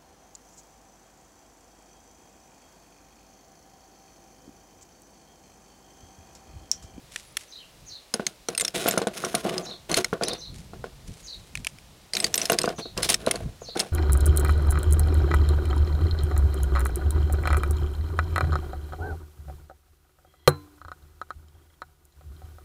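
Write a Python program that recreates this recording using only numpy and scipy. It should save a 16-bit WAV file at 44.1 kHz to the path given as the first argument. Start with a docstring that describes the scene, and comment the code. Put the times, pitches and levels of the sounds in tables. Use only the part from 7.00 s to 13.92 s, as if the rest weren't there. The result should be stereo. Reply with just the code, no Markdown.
"""Two aluminium carabiners clink and scrape as hands clip them into rope pulleys on a chipboard sheet.
Each clink is a rattling crack with a short metal ring; held in the air, it is damped and the gate snaps.
Bumps ring the board with a woody knock, and grit under the sliding gear makes it rumble.
Behind them is a garden: distant hiss, hoarse sparrows, one thin falling whistle,
and wind buffeting the microphone in low puffs."""
import sys
import numpy as np
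from scipy import signal
from scipy.fft import rfft, irfft
from scipy.io import wavfile
from scipy.ndimage import uniform_filter1d

SR = 44100
rng = np.random.default_rng(int(sys.argv[2]) if len(sys.argv) > 2 else 0)


def to_wav(sig):
    """Store sig (one row per channel, or 1-D mono) as 16-bit WAV at the path in sys.argv[1].

    Samples outside -1..1 are clipped; the rate is SR.
    """
    pcm = np.clip(np.atleast_2d(sig), -1, 1) * 32767
    pcm = np.round(pcm).astype(np.int16)
    wavfile.write(sys.argv[1], SR, pcm.T)  # frames by channels


N = 305172
TIME = np.arange(N) / SR

# tone of the garden bed: (frequency [Hz], relative level [dB])
GARDEN_SPECTRUM = [(100, -10), (300, 2), (700, 1), (1600, -6), (4000, -4.5), (10000, -11.5), (16000, -19)]
# wind gusts: (peak time [s], level [dB], fade on either side [s])
GUSTS = [(.82, -45, 0.037), (3.55, -48.5, 0.55), (4.098, -32.5, 0.021), (4.598, -44, 0.065),
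         (6.1, -44, 0.45), (6.46, -35.5, 0.034)]
# gear dragged over the board or through the fingers:
# (start [s], length [s], metal scrape level [dB], board rumble level [dB])
SLIDES = [(0.103, 0.27, -56, -72), (0.388, 0.1, -58.5, -85), (1.737, 0.15, -45.5, -39),
          (1.781, 0.28, -51.5, -42.5), (2.123, 0.6, -54, -44), (2.422, 0.43, -60.5, -36.5),
          (2.885, 0.2, -54.5, -36.5), (2.966, 0.056, -42.5, -38.5), (3.202, 0.28, -72, -38.5),
          (3.533, 0.19, -58.5, -80), (4.024, 1, -61, -69.5), (5.119, 0.44, -61, -49),
          (5.377, 0.24, -52.5, -51), (5.576, 0.11, -95, -46), (5.78, 0.061, -60.5, -42.5),
          (5.963, 0.16, -58, -40), (6.019, 0.11, -44, -53), (6.086, 0.07, -37.5, -41.5),
          (6.176, 0.51, -68, -50), (6.746, 0.19, -59, -38)]
# carabiner modes before the grip alters them: (frequency [Hz], bandwidth [Hz], relative level [dB])
CARABINER_MODES = [(2100, 90, -7), (2700, 60, -10), (3650, 70, -8), (4170, 55, -4), (5240, 70, -2),
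                   (6410, 50, -7), (8250, 40, -12), (9600, 60, -3), (12200, 35, -24), (13550, 45, -27)]
# chipboard modes before the load alters them: (frequency [Hz], bandwidth [Hz], relative level [dB])
BOARD_MODES = [(208.5, 30, 1), (373, 10, -7.5), (479, 48.3, 8.5), (674, 42.4, 6.5), (1094, 99, 3),
               (1441, 62, 4)]
# metal-on-metal hits: (time [s], peak level [dB], brightest pitch [Hz])
CLINKS = [(0.16, -17, 3520), (0.3694, -9, 10870), (0.41, -35, 10200), (1.1394, -9.5, 5070),
          (1.2664, -7.5, 6300), (1.486, -11.5, 5820), (1.5497, -20, 2680), (1.5776, -9, 8600),
          (1.598, -11, 8200), (1.609, -9, 9130), (1.6164, -14.5, 7120), (1.649, -12, 5570),
          (1.68, -12.5, 5280), (1.75, -19.5, 2410), (1.879, -12, 10000), (1.8852, -7.5, 11980),
          (1.91, -11.5, 7130), (1.978, -11.5, 6250), (2.018, -20.5, 3650), (2.071, -16.5, 3720),
          (2.2483, -13.5, 5810), (2.35, -7.5, 9550), (2.58, -13, 5040), (2.915, -14, 6140),
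          (2.9422, -7, 4300), (2.971, -12, 9700), (2.9846, -18, 6400), (3.045, -9, 2160),
          (3.235, -11.5, 4950), (3.2828, -12.5, 9320), (3.333, -19, 4900), (4.5534, -16.5, 2620),
          (4.5737, -24.5, 2500), (4.647, -19.5, 9200), (4.6689, -10.5, 3154), (4.786, -35, 2680),
          (5.135, -11.5, 4750), (5.152, -13, 4400), (5.168, -9, 3990), (5.2019, -10, 8220),
          (5.243, -5.5, 4630), (5.265, -23, 4770), (5.3413, -5.5, 5730), (5.3545, -18.5, 11600),
          (5.356, -15, 13500), (5.378, -9.5, 8270), (5.4162, -11, 5920), (5.455, -13.5, 5180),
          (5.4984, -8, 2830), (5.5189, -13, 12550), (5.5303, -14, 5040), (5.587, -6.5, 4940),
          (5.616, -14, 8430), (5.6338, -19.5, 6070), (5.657, -19, 4760), (5.69, -22.5, 5050),
          (5.782, -33.5, 3630), (5.976, -16, 4970), (6.03, -9, 9900), (6.092, -10, 3820),
          (6.0993, -6, 9400), (6.1422, -7, 5440), (6.2639, -17, 4050), (6.311, -8, 9420),
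          (6.357, -21, 4380), (6.7732, -18.5, 3500), (6.794, -13, 9500), (6.8, -6, 5200),
          (6.806, -15, 8200)]
# spans with the carabiner held in the air: (start [s], end [s])
IN_AIR = [(0, 1), (4, 5)]
# glide of the thin whistle: (time [s], pitch [Hz])
WHISTLE_GLIDE = [(.2, 13000), (.245, 10900), (.33, 9900)]
# contour of one chirp: (time from its anchor [s], pitch [Hz], relative level [dB])
CHIRP_SHAPE = [(-.035, 6800, -12), (0, 6600, 0), (.011, 4200, -2), (0.03, 4600, 3), (.07, 4200, 0),
               (0.104, 3700, -20)]
# sparrow calls, the lowest from a second, deeper bird: (anchor time [s], level [dB], pitch [ratio])
CHIRPS = [(0.513, -44.5, 0.94), (.575, -51.5, 0.7), (0.89, -42.5, 0.96), (2.654, -41, 0.96),
          (3.254, -37, 0.93), (3.404, -42.5, 0.91), (4.267, -41, 0.96), (5.793, -41, 0.94),
          (6.643, -41, 0.97)]
# gear dropped or bumped on the board: (time [s], peak level [dB])
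KNOCKS = [(1.141, -18.5), (1.196, -16), (1.487, -17), (1.8594, -6.5), (1.879, -16.5), (1.938, -18),
          (1.958, -29), (1.975, -9), (2.016, -13.5), (2.07, -11), (2.238, -16), (2.3437, -13),
          (2.45, -17.5), (2.974, -17), (3.129, -10.5), (3.211, -17.5), (3.734, -26.5), (3.841, -18.5),
          (5.498, -9), (5.52, -10.5), (5.641, -11), (5.676, -12), (5.701, -20.5), (5.856, -28),
          (6.272, -7.5), (6.342, -21.5), (6.405, -30), (6.618, -30), (6.686, -30), (6.857, -36)]
# hands moving across the board: (time [s], left minus right [dB])
HAND_PAN = [(4.3, -1), (4.6, 1.8), (6.4, 1.6), (6.7, -.7)]
# stereo side signal, left row then right: (polarity [sign])
SIDE = np.array([[1], [-1]])


def undb(db):
    """Decibels to gain."""
    return 10 ** (np.asarray(db) / 20)


def unit(x):
    """Normalise to rms 1."""
    return x / np.sqrt(np.mean(x ** 2))


def band(x, lo_hz, hi_hz, order=2):
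    """Butterworth band-pass."""
    sos = signal.butter(order, [lo_hz, min(hi_hz, .45 * SR)], "band", fs=SR, output="sos")
    return signal.sosfilt(sos, x)


def drift(rate_hz):
    """Smooth random modulation with a spread of 1."""
    step = int(SR / rate_hz)
    x = uniform_filter1d(np.repeat(rng.standard_normal(N // step + 1), step), step)[:N]
    return x / x.std()


def add(track, start_s, sound):
    """Mix a sound in at its cue."""
    i = int(start_s * SR)
    track[i:i + len(sound)] += sound[:N - i]


def ring(modes, weight, phase_turns, t):
    """A struck body rings as decaying sines, each with its own weight and starting phase."""
    hz, width_hz, db = np.transpose(modes)[:, :, None]
    envelopes = weight[:, None] * undb(db) * np.exp(-np.pi * width_hz * t)
    return np.sum(envelopes * np.sin(2 * np.pi * (hz * t + phase_turns[:, None])), axis=0)


def loaded(modes, detune):
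    """A grip or load detunes each mode a little and adds its own damping."""
    tuning, damping = rng.random((2, len(modes)))
    factors = np.stack([1 + detune * (2 * tuning - 1), 1.11 + damping, np.ones(len(modes))], axis=1)
    return np.array(modes) * factors


def in_air(time_s):
    """True while the carabiner is held clear of the board."""
    return any(start < time_s < end for start, end in IN_AIR)


def garden(level_db=-54.5, side_db=-6):
    """A steady, wide bed of distant hiss and hum."""
    hz = np.maximum(np.fft.rfftfreq(N, 1 / SR), 1)
    curve_hz, curve_db = np.transpose(GARDEN_SPECTRUM)
    tone = undb(np.interp(np.log(hz), np.log(curve_hz), curve_db))
    mid, side = irfft(rfft(rng.standard_normal((2, N))) * tone, N)
    return undb(level_db) * unit(mid + undb(side_db) * side * SIDE)


def wind(calm_db=-63.5, side_db=-12, flap_db=-5):
    """Wind buffets the microphone in uneven low puffs, with a higher flap on top."""
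    noise = rng.standard_normal((2, N))
    mid, side = unit(band(noise, 32, 100.6)) + undb(flap_db) * unit(band(noise, 86.4, 165))
    puffs = undb(3 * drift(14))
    gusts = sum(undb(db) * np.exp(-np.abs(TIME - s) / fade_s) for s, db, fade_s in GUSTS)
    return (undb(calm_db) + gusts) * puffs * (mid + undb(side_db) * side * SIDE)


def grit(per_s, scatter_db):
    """Rough faces catch on each other in sparse clicks of very unequal size."""
    clicks = (rng.random(N) < per_s / SR) * rng.standard_normal(N)
    return clicks * undb(scatter_db * np.minimum(rng.exponential(size=N), 4))


def strokes(press_share=.059, lift_share=.84, skid_s=.1, skid_fade_s=.025):
    """Each slide, and the skid after each blow, as (start [s], pressure, scrape [dB], rumble [dB])."""
    out = []
    for start, length, metal_db, board_db in SLIDES:
        progress = np.arange(int(length * SR)) / (length * SR)
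        pressure = np.interp(progress, [0, press_share, 1 - lift_share, 1], [0, 1, 1, 0]) ** 2
        out.append((start, pressure, metal_db, board_db))
    skid = np.exp(-TIME[:int(skid_s * SR)] / skid_fade_s)
    for blows, metal_db, board_db in ((CLINKS, -53, -45.5), (KNOCKS, -58, -30)):  # relative to the blow
        for start, db, *_ in blows:
            out.append((start, skid, db + metal_db, -120 if in_air(start) else db + board_db))
    return out


def scrapes(sing_db=4, rasp_db=-12, finger_damping=7, board_damping=2.5):
    """Grit under moving gear excites metal and board; each stroke finds a new spot and mix of modes."""
    out, t = np.zeros(N), TIME[:SR // 20]
    fine = grit(5000, 3.3) * undb(2.8 * drift(90))
    coarse = grit(1500, 2.5) * undb(3 * drift(40))
    textures = fine, coarse, band(fine, 1580, 9700, order=3), band(fine, 840, 3840)
    board_modes = np.array(BOARD_MODES) * [1, board_damping, 1]
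    for start, pressure, metal_db, board_db in strokes():
        force = np.pad(pressure, (0, len(t)))  # room for the ring-out
        i, n = int(start * SR), len(force)
        scratch, rub, hiss, rasp = (np.resize(x[i:], n) * force for x in textures)
        modes = loaded(CARABINER_MODES, detune=.05) * [1, finger_damping, 1]
        metal_ring = ring(modes, .31 + rng.random(len(modes)), np.zeros(len(modes)), t)
        board_ring = ring(board_modes, .11 + rng.random(len(board_modes)), np.zeros(len(board_modes)), t)
        sing = signal.fftconvolve(scratch, metal_ring)[:n]
        rumble = signal.fftconvolve(rub, board_ring)[:n]
        metal = unit(hiss) + undb(sing_db) * unit(sing) * (board_db > -60)  # a light touch only rustles
        board = unit(band(rumble, 164, 1285)) + undb(rasp_db) * unit(rasp)
        add(out, start, (undb(metal_db) * metal + undb(board_db) * board) * np.sqrt(n / len(pressure)))
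    return out


def clinks(ring_db=-1.5, bright_db=-2, wide_db=-3, crack_t60_s=.012, gate_hz=2350, gate_db=4):
    """Metal hits metal: a rattling crack, then a ring led by one mode pulled to the brightest pitch."""
    out, t = np.zeros(N), TIME[:SR // 8]
    for start, db, hz in CLINKS:
        modes = loaded(CARABINER_MODES, detune=.02)
        nearest = np.argmin(np.abs(np.log(modes[:, 0] / hz)))
        modes[nearest, ::2] = hz, bright_db
        chatter_s = .0033 * np.sqrt(2 * undb(db))  # harder blows chatter longer
        burst = rng.standard_normal(len(t)) * undb(-60 * np.maximum(t - chatter_s, 0) / crack_t60_s)
        crack = band(burst, hz / 1.135, hz * 1.09) + undb(wide_db) * band(burst, 1490, 9070, order=3)
        if in_air(start):
            crack += undb(gate_db) * band(burst, gate_hz / 1.15, gate_hz * 1.4)  # hollow gate snap
            modes[:, 1] *= 4  # fingers damp the ring
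        strength, polarity = rng.random((2, len(modes)))
        weight = 1.22 * strength ** 2
        weight[nearest] = 1
        hit = crack / np.abs(crack).max() + undb(ring_db) * ring(modes, weight, np.round(polarity) / 2, t)
        add(out, start, undb(db) * hit / np.abs(hit).max())
    return out


def whistle(level_db=-63, waver=.012):
    """A faint, thin tone that falls, unsteady in pitch and level."""
    times, hz = np.transpose(WHISTLE_GLIDE)
    pitch = np.interp(TIME, times, hz) * (1 + waver * drift(300))
    envelope = undb(level_db + 4 * drift(60)) * (times[0] < TIME) * (TIME < times[-1])
    return np.sin(2 * np.pi * np.cumsum(pitch) / SR) * envelope


def sparrows(warble=.05, trim_db=-3, echo_fade_s=.04):
    """Hoarse, warbling chirps, smeared by echoes from nearby walls and trees."""
    calls = np.zeros(N)
    times, hz, db = np.transpose(CHIRP_SHAPE)
    t = TIME[:SR // 7] + times[0]
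    for anchor, level_db, ratio in CHIRPS:
        pitch = ratio * np.interp(t, times, hz) * (1 + warble * drift(300)[:len(t)])
        envelope = undb(level_db + np.interp(t, times, db, -120, -120))
        add(calls, anchor + times[0], np.sin(2 * np.pi * np.cumsum(pitch) / SR) * envelope)
    calls *= undb(4 * drift(700))  # fast flutter makes the voice hoarse
    tail = rng.standard_normal(SR // 3) * np.exp(-TIME[:SR // 3] / echo_fade_s)
    echoes = signal.fftconvolve(calls, tail / np.linalg.norm(tail))[:N]
    return undb(trim_db) * (calls + echoes)


def knocks(attack_s=.00016):
    """Each bump rings a new mix of board modes through a soft push; the load on the board shifts them."""
    out, t = np.zeros(N), TIME[:SR // 8]
    for start, db in KNOCKS:
        strength, phase = rng.random((2, len(BOARD_MODES)))
        body = ring(loaded(BOARD_MODES, detune=.049), .39 + strength, phase, t)
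        attack = 1 - np.exp(-t / attack_s)
        hit = band(body * attack, 110, 600 + 9000 * undb(db))  # harder blows clack brighter
        add(out, start, undb(db) * hit / np.abs(hit).max())
    return out


def reflections(gear):
    """A short bloom of echoes, opposite in left and right, widens the gear."""
    t = TIME[:SR // 20]
    bloom = band(rng.standard_normal(len(t)), 800, 16000, order=1) * t ** 2 * np.exp(-t / .003) * SIDE
    return signal.fftconvolve(gear[None], bloom / np.linalg.norm(bloom), axes=1)[:, :N]


def scene(wet_db=-13.5):
    """The gear up front, panned with the hands; birds a little to the right; garden and wind all round."""
    gear = clinks() + knocks() + scrapes()
    pan_db = np.interp(TIME, *np.transpose(HAND_PAN))
    foreground = gear * undb(SIDE * pan_db / 2) + undb(wet_db) * reflections(gear)
    birds = (sparrows() + whistle()) * undb(-1.5 * SIDE)
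    return foreground + birds + garden() + wind()


def record(dry, ceiling=.55, top_hz=15800):
    """Soft saturation rounds the loudest peaks and a steep low-pass takes off the top."""
    rounded = ceiling * np.tanh(dry / ceiling)
    return signal.sosfilt(signal.ellip(8, .2, 70, top_hz, fs=SR, output="sos"), rounded)


dry = scene()
out = record(dry)
to_wav(out)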